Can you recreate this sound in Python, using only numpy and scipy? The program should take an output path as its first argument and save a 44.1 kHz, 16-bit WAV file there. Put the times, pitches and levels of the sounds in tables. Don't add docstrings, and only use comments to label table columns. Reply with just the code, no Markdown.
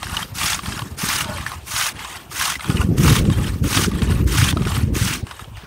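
import sys
import numpy as np
from scipy import signal
from scipy.fft import rfft, irfft, next_fast_len
from scipy.io import wavfile
from scipy.ndimage import uniform_filter1d

SR = 44100
rng = np.random.default_rng(int(sys.argv[2]) if len(sys.argv) > 2 else 0)


def master_out(mix):
    frames = np.transpose(np.atleast_2d(mix))
    ceiling = np.clip(frames, -1, 1)
    pcm = np.round(ceiling * 32767).astype(np.int16)
    wavfile.write(sys.argv[1], SR, pcm)


N = 249606

# (bite or onset [s], push builds [s], push holds [s], stop takes [s],
#   level at the bite [dB], level at full push [dB], treble against its median [dB])
DOWN_STROKES_AND_DULL_END = [(0.353, 0.083, 0.11, 0.068, -33, -19, -3.5),
                             (0.989, 0.11, 0.12, 0.054, -29, -19.5, -3.5),
                             (1.669, 0.13, 0.086, .045, -35.5, -18.5, -3),
                             (2.318, 0.1, 0.11, 0.054, -35.5, -19.5, -3),
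                             (2.983, 0.1, 0.092, .06, -30, -17.5, -4),
                             (3.641, 0.11, 0.094, 0.06, -33.5, -18.5, -2.5),
                             (4.276, 0.1123, 0.12, 0.027, -32.5, -18.5, -4.5),
                             (4.953, 0.12, 0.078, 0.067, -27, -22, -4),
                             (5.568, 0.017, .06, 0.056, -44, -40, -17)]
SETTLE_S = 0.028


def amp(db):
    return 10 ** (np.asarray(db) / 20)


def rms_one(x):
    return x / np.sqrt(np.mean(x ** 2) + 1e-20)


def in_time(tables):
    time_s, *columns = np.concatenate(tables).T
    return [np.interp(np.arange(N) / SR, time_s, column) for column in columns]


def moving(strokes, fade_s):
    t = np.arange(N) / SR
    on = sum((t >= rows[0][0]) & (t <= rows[-1][0]) for rows in strokes) * 1.
    return uniform_filter1d(on, max(int(fade_s * SR), 1), mode="nearest")


def drift(rate_hz):
    r = np.exp(-40 * np.pi * rate_hz / SR)
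    white = rng.standard_normal(N // 20 + 4002)
    slow = signal.lfilter([1], [1, -2 * r, r * r], white)[4000:]
    return np.interp(np.arange(N) / 20, np.arange(len(slow)), rms_one(slow))


def ring(clicks, hz, t60_s):
    r, w = amp(-60 / (t60_s * SR)), 2 * np.pi * hz / SR
    return signal.lfilter([0, np.sin(w)], [1, -2 * r * np.cos(w), r * r], clicks + 1e-18)


def coloured(x, spectrum, tilt_db, pivot_hz, patchy_db, patch_rate_hz):
    hz, db = np.transpose(spectrum)
    size = next_fast_len(N)
    f = np.maximum(np.fft.rfftfreq(size, 1 / SR), 1)
    shaped = rfft(x, size) * amp(np.interp(np.log(f), np.log(hz), db, left=-90))
    out = np.zeros(N)
    for octave in np.arange(np.log2(hz[0]), np.log2(hz[-1]) + .5, .5):
        triangle = np.clip(1 - 2 * abs(np.log2(f) - octave), 0, 1)
        band = irfft(shaped * triangle, size)[:N]
        tilt_share = np.clip(octave - np.log2(pivot_hz) + .5, 0, 1)
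        flicker_db = patchy_db * drift(patch_rate_hz)
        out += band * amp(flicker_db + tilt_share * (tilt_db - np.median(tilt_db)))
    return rms_one(out)


def at_random(per_s, level_db, hz):
    when, size, pitch = rng.random((int(per_s * N / SR), 3)).T
    db = level_db[(when * (N - 1)).astype(int)] - 9 * size
    return list(zip(when * (N - 1) / SR, db, hz * 2 ** (1.2 * (pitch - .4))))


def down_strokes_and_dull_end():
    # (frequency [Hz], level [dB per Hz])
    crush = [(290, -36), (500, -15), (1510, 0.5), (1800, -2), (3330, -3.5), (4190, -5.5), (6640, -4.5),
             (7340, -9.5), (8850, -5.5), (13600, -15.5), (15500, -14)]
    strokes = down_shape()
    level_db, treble_db, clear = in_time(strokes)
    teeth_per_s = 45 * amp(.4 * (level_db + 19.0) + 1.64 * drift(11.1))
    throb = np.sin(2 * np.pi * np.cumsum(teeth_per_s) / SR)
    bite = amp(1.6 * throb + 0.98 * drift(58))
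    broken = (chips(4000, 1.5, ring_s=0.032) + 1.22 * rng.standard_normal(N)) * bite
    spray = coloured(broken, crush, treble_db, 5400, patchy_db=1.5, patch_rate_hz=37)
    steel = amp(-13.0) * rms_one(blade(broken, 10.6))
    return amp(level_db) * moving(strokes, 0.0052) * (spray + steel + whine(clear, -12))


def down_shape():
    settle_db = -25.5
    sag_db, stop_db = -3, -23.5
    bite_treble_db = 3
    strokes = []
    for bite_s, build_s, hold_s, stop_s, bite_db, push_db, treble_db in DOWN_STROKES_AND_DULL_END:
        full_s = bite_s + build_s
        strokes.append([(bite_s - SETTLE_S, bite_db + settle_db, treble_db + bite_treble_db, 1),
                        (bite_s, bite_db, treble_db + bite_treble_db, 1),
                        (full_s, push_db, treble_db, .5),
                        (full_s + hold_s, push_db + sag_db, treble_db, 0),
                        (full_s + hold_s + stop_s, push_db + stop_db, treble_db, 0)])
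    return strokes


def up_strokes():
    # (frequency [Hz], level [dB per Hz])
    drag = [(320, -4), (550, -8), (1060, -0.5), (1550, -2.5), (1710, -0.5), (2220, -6.5), (2940, -6),
            (7390, -12.5), (8740, -9.5), (15500, -23)]
    strokes = up_shape()
    level_db, treble_db, clear = in_time(strokes)
    clumps = amp(2.8 * drift(18.7))
    slush = (chips(1800, 2.37, ring_s=0.039) + 1.1 * rng.standard_normal(N)) * clumps
    scrape = coloured(slush, drag, treble_db, 3900, patchy_db=1.5, patch_rate_hz=9.4)
    steel = amp(-7.0) * rms_one(blade(slush, 11.7))
    return amp(level_db) * moving(strokes, 0.0068) * (scrape + steel + whine(clear, -7))


def up_shape():
    # (start [s], pull builds [s],
    #   pull holds [s], drag level [dB], level at the top [dB], treble against its median [dB])
    pulls = [(0.0, 0.043, 0.17, -32.5, -47.5, -0.5), (0.607, 0.052, 0.13, -32.5, -50, -0.5),
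             (1.263, 0.033, 0.2, -30.5, -56.5, -3.5), (1.936, 0.067, 0.16, -32, -55, -3.5),
             (2.585, 0.084, 0.14, -30.5, -54, -2), (3.237, .11, 0.11, -32, -50, -1),
             (3.899, .13, 0.087, -30, -42.5, -3.5), (4.54, 0.14, 0.097, -30.5, -57.5, -1.5),
             (5.233, 0.043, 0.14, -42.5, -67.5, -3.5)]
    start_db = -12
    strokes = []
    for (start_s, build_s, hold_s, drag_db, top_db, treble_db), down in zip(pulls, DOWN_STROKES_AND_DULL_END):
        full_s = start_s + build_s
        strokes.append([(start_s, drag_db + start_db, treble_db, 0),
                        (full_s, drag_db, treble_db, .15),
                        (full_s + hold_s, drag_db, treble_db, .45),
                        (down[0] - SETTLE_S, top_db, treble_db, 1)])
    return strokes


def chips(per_s, spread_db, ring_s):
    sizes = amp(spread_db * np.minimum(rng.exponential(1, N), 5)) * rng.choice([-1, 1], N)
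    sizes = sizes * (rng.random(N) < per_s / SR)
    pitches_hz, dealt = np.geomspace(600, 15500, 48), rng.integers(0, 48, N)
    t60_s = ring_s * np.sqrt(1000 / pitches_hz)
    out = np.zeros(N)
    for k, hz in enumerate(pitches_hz):
        out += np.sqrt(hz / t60_s[k]) * ring(sizes * (dealt == k), hz, t60_s[k])
    return rms_one(out)


def blade(force, spread_db):
    # (frequency [Hz], relative level [dB], t60 [s])
    modes = [(1100, -13.5, 0.13), (1248, 8, 0.02), (1464, 0, 0.04), (2900, 5, 0.01), (3180, -7.5, 0.1),
             (3390, -7, 0.033), (3823, -2, 0.03), (5970, -32, .03), (8140, -14, 0.028),
             (8730, -11.5, 0.024), (8620, -4.5, 0.069), (11950, -27, .04), (13360, -13, .03)]
    out = np.zeros(N)
    for hz, db, t60_s in modes:
        wander_db = spread_db * np.minimum(drift(15.7), 1.3)
        out += ring(force * amp(db + wander_db), hz, t60_s)
    return out


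def whine(clear, level_db):
    centre_hz, width_hz = 13500, 400
    edges_hz = [centre_hz - width_hz / 2, centre_hz + width_hz / 2]
    sos = signal.butter(2, edges_hz, "band", fs=SR, output="sos")
    band = signal.sosfilt(sos, rng.standard_normal(N))
    return amp(level_db + 2.0 * drift(15)) * clear ** 2.2 * rms_one(band)


def knocks():
    # (time [s], level [dB], ice ring [Hz])
    listed = [(0.0293, -8.5, 760), (0.0677, -19, 1560), (0.0957, -18, 1340), (0.1676, -6, 2910),
              (0.191, -18, 1310), (0.2278, -13, 3190), (0.432, -9, 3390), (0.4794, -13, 3340),
              (0.5302, -4.5, 3360), (0.5907, -13, 1160), (0.634, -20, 2300), (0.6585, -12, 1140),
              (0.7213, -12, 1610), (0.7918, -10.5, 1090), (0.8196, -15, 1080), (1.1005, -9, 1990),
              (1.2062, -8.5, 2900), (1.2444, -12, 1340), (1.277, -23, 810), (1.382, -18, 1190),
              (1.4632, -10, 1720), (1.5174, -14, 1100), (1.7629, -7, 3350), (1.8123, -4.5, 1488),
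              (1.8587, -11, 2700), (2.0465, -15.5, 1070), (2.3141, -24, 1280), (2.4111, -5, 1620),
              (2.554, -14, 2050), (2.5945, -18, 1280), (2.607, -16, 2090), (2.643, -14.5, 1320),
              (2.6785, -26, 1100), (2.7003, -9, 1210), (2.7692, -12, 2940), (2.9794, -18, 1224),
              (3.046, -8.5, 1350), (3.0779, -5.5, 1130), (3.1631, -6.5, 3397), (3.2518, -17.5, 772),
              (3.2994, -13, 1070), (3.4795, -21.5, 2010), (3.639, -21, 1310), (3.7284, -7.5, 2620),
              (3.7724, 0.5, 1220), (3.8438, -7.5, 1390), (3.9148, -19, 1190), (4.019, -9, 1200),
              (4.1216, -16, 1100), (4.3406, -9.5, 1257), (4.4864, -6.5, 3350), (4.508, -8.5, 3530),
              (4.5254, -14, 880), (4.57, -12.5, 1300), (4.6194, -17.5, 1170), (4.6513, -15, 2470),
              (4.671, -13, 1300), (4.717, -13, 1100), (4.7656, -11, 1260), (4.9521, -15, 2550),
              (5.2679, -19.5, 1030), (5.311, -15.5, 1090), (5.393, -20.5, 1250), (5.4428, -28, 3120),
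              (5.5697, -24.5, 1840)]
    ticks_per_s, tick_db, tick_hz = 7.4, 4.5, 1200
    treble_mean_db, treble_spread_db = -18, 5
    strokes = up_shape()
    pull_db = np.where(moving(strokes, 0) > 0, in_time(strokes)[0], -90)
    blows = list(listed) + at_random(ticks_per_s, pull_db + tick_db, tick_hz)
    out, clicks = np.zeros(N + SR), np.zeros(N)
    t = np.arange(SR // 16) / SR
    envelope = 1.2 * np.exp(-t / 0.003) * (1 - np.exp(-t / 0.00081))
    noise = rng.standard_normal((len(blows), 2, len(t)))
    treble = signal.butter(1, [5000, 11000], "band", fs=SR, output="sos")
    middle = signal.butter(2, [950, 4500], "band", fs=SR, output="sos")
    for (time_s, db, hz), (dull, bright) in zip(blows, noise):
        at = round(time_s * SR)
        body = 0.096 * ring(dull * envelope, hz, 0.015)
        treble_db = treble_mean_db + treble_spread_db * dull[0]
        crunch = 0.81 * signal.sosfilt(middle, bright) + amp(treble_db) * signal.sosfilt(treble, bright)
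        out[at:at + len(t)] += amp(db) * (body + crunch * envelope)
        clicks[at] = amp(db - 23)
    return out[:N] + blade(clicks, 3.7)


def gurgle():
    # (time [s], pitch [Hz], level [dB])
    glide = [(1.2, 650, -52), (1.25, 642, -36), (1.3, 616, -40.5), (1.4, 595, -46)]
    # (multiple of the pitch, relative level [dB])
    strands = [(1, 2.5), (1.45, 0.5), (1.8, -6), (2.3, -5)]
    hz, level_db = in_time([glide])
    out = np.zeros(N)
    for multiple, db in strands:
        strand_hz = multiple * hz * (1 + 0.033 * drift(9.96))
        phase = 2 * np.pi * np.cumsum(strand_hz) / SR
        carrier = drift(33) * np.sin(phase) + drift(28.6) * np.cos(phase)
        out += amp(db + 2.7 * drift(9)) * carrier
    return amp(level_db) * moving([glide], 0.033) * out


def wind():
    # (time [s], rumble level [dB], upper flutter against its median [dB])
    gusts = [(0.0, -34.5, -5.5), (1.01, -32, -6), (1.26, -32, -3.5), (1.56, -35.5, -11), (2.21, -43, -3),
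             (2.63, -35.5, -10.5), (2.69, -29.5, 7.5), (2.79, -28, 2), (2.92, -20, -0.5), (3.26, -16, -2.5),
             (3.53, -19, -9), (3.74, -22, -1), (4.21, -16.5, -7), (4.81, -18.5, -8.5), (4.96, -19.5, -1),
             (5.26, -39, -2), (5.5, -33, -42), (5.66, -38, -10)]
    # (frequency [Hz], level [dB per Hz])
    rumble = [(12, -48), (20, -22), (59, 3.5), (163, -2), (333, -12.5), (560, -24), (700, -37.5),
              (910, -48), (1540, -120)]
    # (centre [s], level [dB], pitch [Hz])
    big_eddies = [(.129, -21.5, 75.5), (.328, -22, 102), (.685, -19, 95), (.83, -26, 101),
                  (1.039, -14, 173), (1.223, -25, 118), (1.402, -22, 91), (1.744, -23.5, 98.8),
                  (2.7, -9, 123), (2.75, -10, 84.5), (2.803, -7, 69.6), (2.849, -10, 100), (2.891, -8, 154),
                  (2.954, -9, 176), (2.999, -5, 155), (3.04, -5, 153.8), (3.129, -7, 122), (3.2, -11.5, 62),
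                  (3.262, -10.5, 179.3), (3.29, -6.5, 148.5), (3.319, -10, 109), (3.37, -12, 71.6),
                  (3.421, -11, 108), (3.62, -7.5, 99), (3.773, -9, 118), (3.882, -6.5, 174),
                  (3.949, -12, 75), (4.031, -10.5, 107), (4.158, -13, 72), (4.229, -12, 159),
                  (4.428, -4, 119), (4.539, -12.5, 104), (4.568, -13.5, 293), (4.612, -11, 182),
                  (4.667, -11.5, 135), (4.836, -7, 93.4), (4.88, -9.5, 104), (4.93, -13, 73),
                  (4.97, -12.5, 134), (5.02, -8, 103.8), (5.11, -15, 135), (5.235, -15, 97.4),
                  (5.424, -27, 99), (5.48, -29, 121.5), (5.52, -28, 96)]
    flicks_per_s, flick_db, flick_hz = 12, 6, 132
    crest_s, crest_db = 0.00076, -7.5
    level_db, flutter_db = in_time([gusts])
    lumps = rng.standard_normal(N) * amp(3.8 * drift(28.6))
    out = amp(level_db) * coloured(lumps, rumble, flutter_db, 146, patchy_db=2.0, patch_rate_hz=6.7)
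    t = np.arange(-SR // 20, SR // 20) / SR
    thumps = list(big_eddies) + at_random(flicks_per_s, level_db + flick_db, flick_hz)
    turns = rng.uniform(0, 2 * np.pi, len(thumps))
    for (centre_s, db, hz), turn in zip(thumps, turns):
        at = np.clip(round(centre_s * SR) + np.arange(len(t)) - SR // 20, 0, N - 1)
        overtone = 0.29 * np.cos(2 * np.pi * 2.247 * hz * t)
        wave = np.cos(2 * np.pi * hz * t + turn) + overtone
        tip = amp(crest_db) * np.cos(turn) * np.exp(-(t / crest_s) ** 2)
        swell = np.exp(-(t / (0.0022 + 0.49 / hz)) ** 2)
        out[at] += amp(db) * (wave * swell + tip)
    return out


def distant_hiss():
    # (frequency [Hz], level [dB per Hz])
    spectrum = [(180, -37), (300, 4.5), (1140, -2), (7750, -16), (8990, -11), (9760, -17.5), (15500, -18.5)]
    white = rng.standard_normal(N)
    return amp(-46) * coloured(white, spectrum, 0, 5000, patchy_db=5.0, patch_rate_hz=7.4)


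def ice_echo(near):
    late = np.concatenate([np.zeros(int(.0045 * SR)), near])[:N]
    return amp(-21) * signal.lfilter([.3], [1, -.6], late)


def scene():
    strokes = down_strokes_and_dull_end() + up_strokes() + knocks()
    saw = signal.sosfilt(signal.butter(3, 650, "high", fs=SR, output="sos"), strokes)
    near = saw + gurgle()
    return (near + ice_echo(near) + wind() + distant_hiss())[None]


def record(dry):
    high_pass = signal.butter(2, 38, "high", fs=SR, output="sos")
    low_pass = signal.ellip(14, .5, 85, 15720, fs=SR, output="sos")
    rounded = 1.2 * np.tanh(signal.sosfilt(high_pass, dry) / 1.2)
    return signal.sosfilt(low_pass, rounded)


dry = scene()
out = record(dry)
master_out(out)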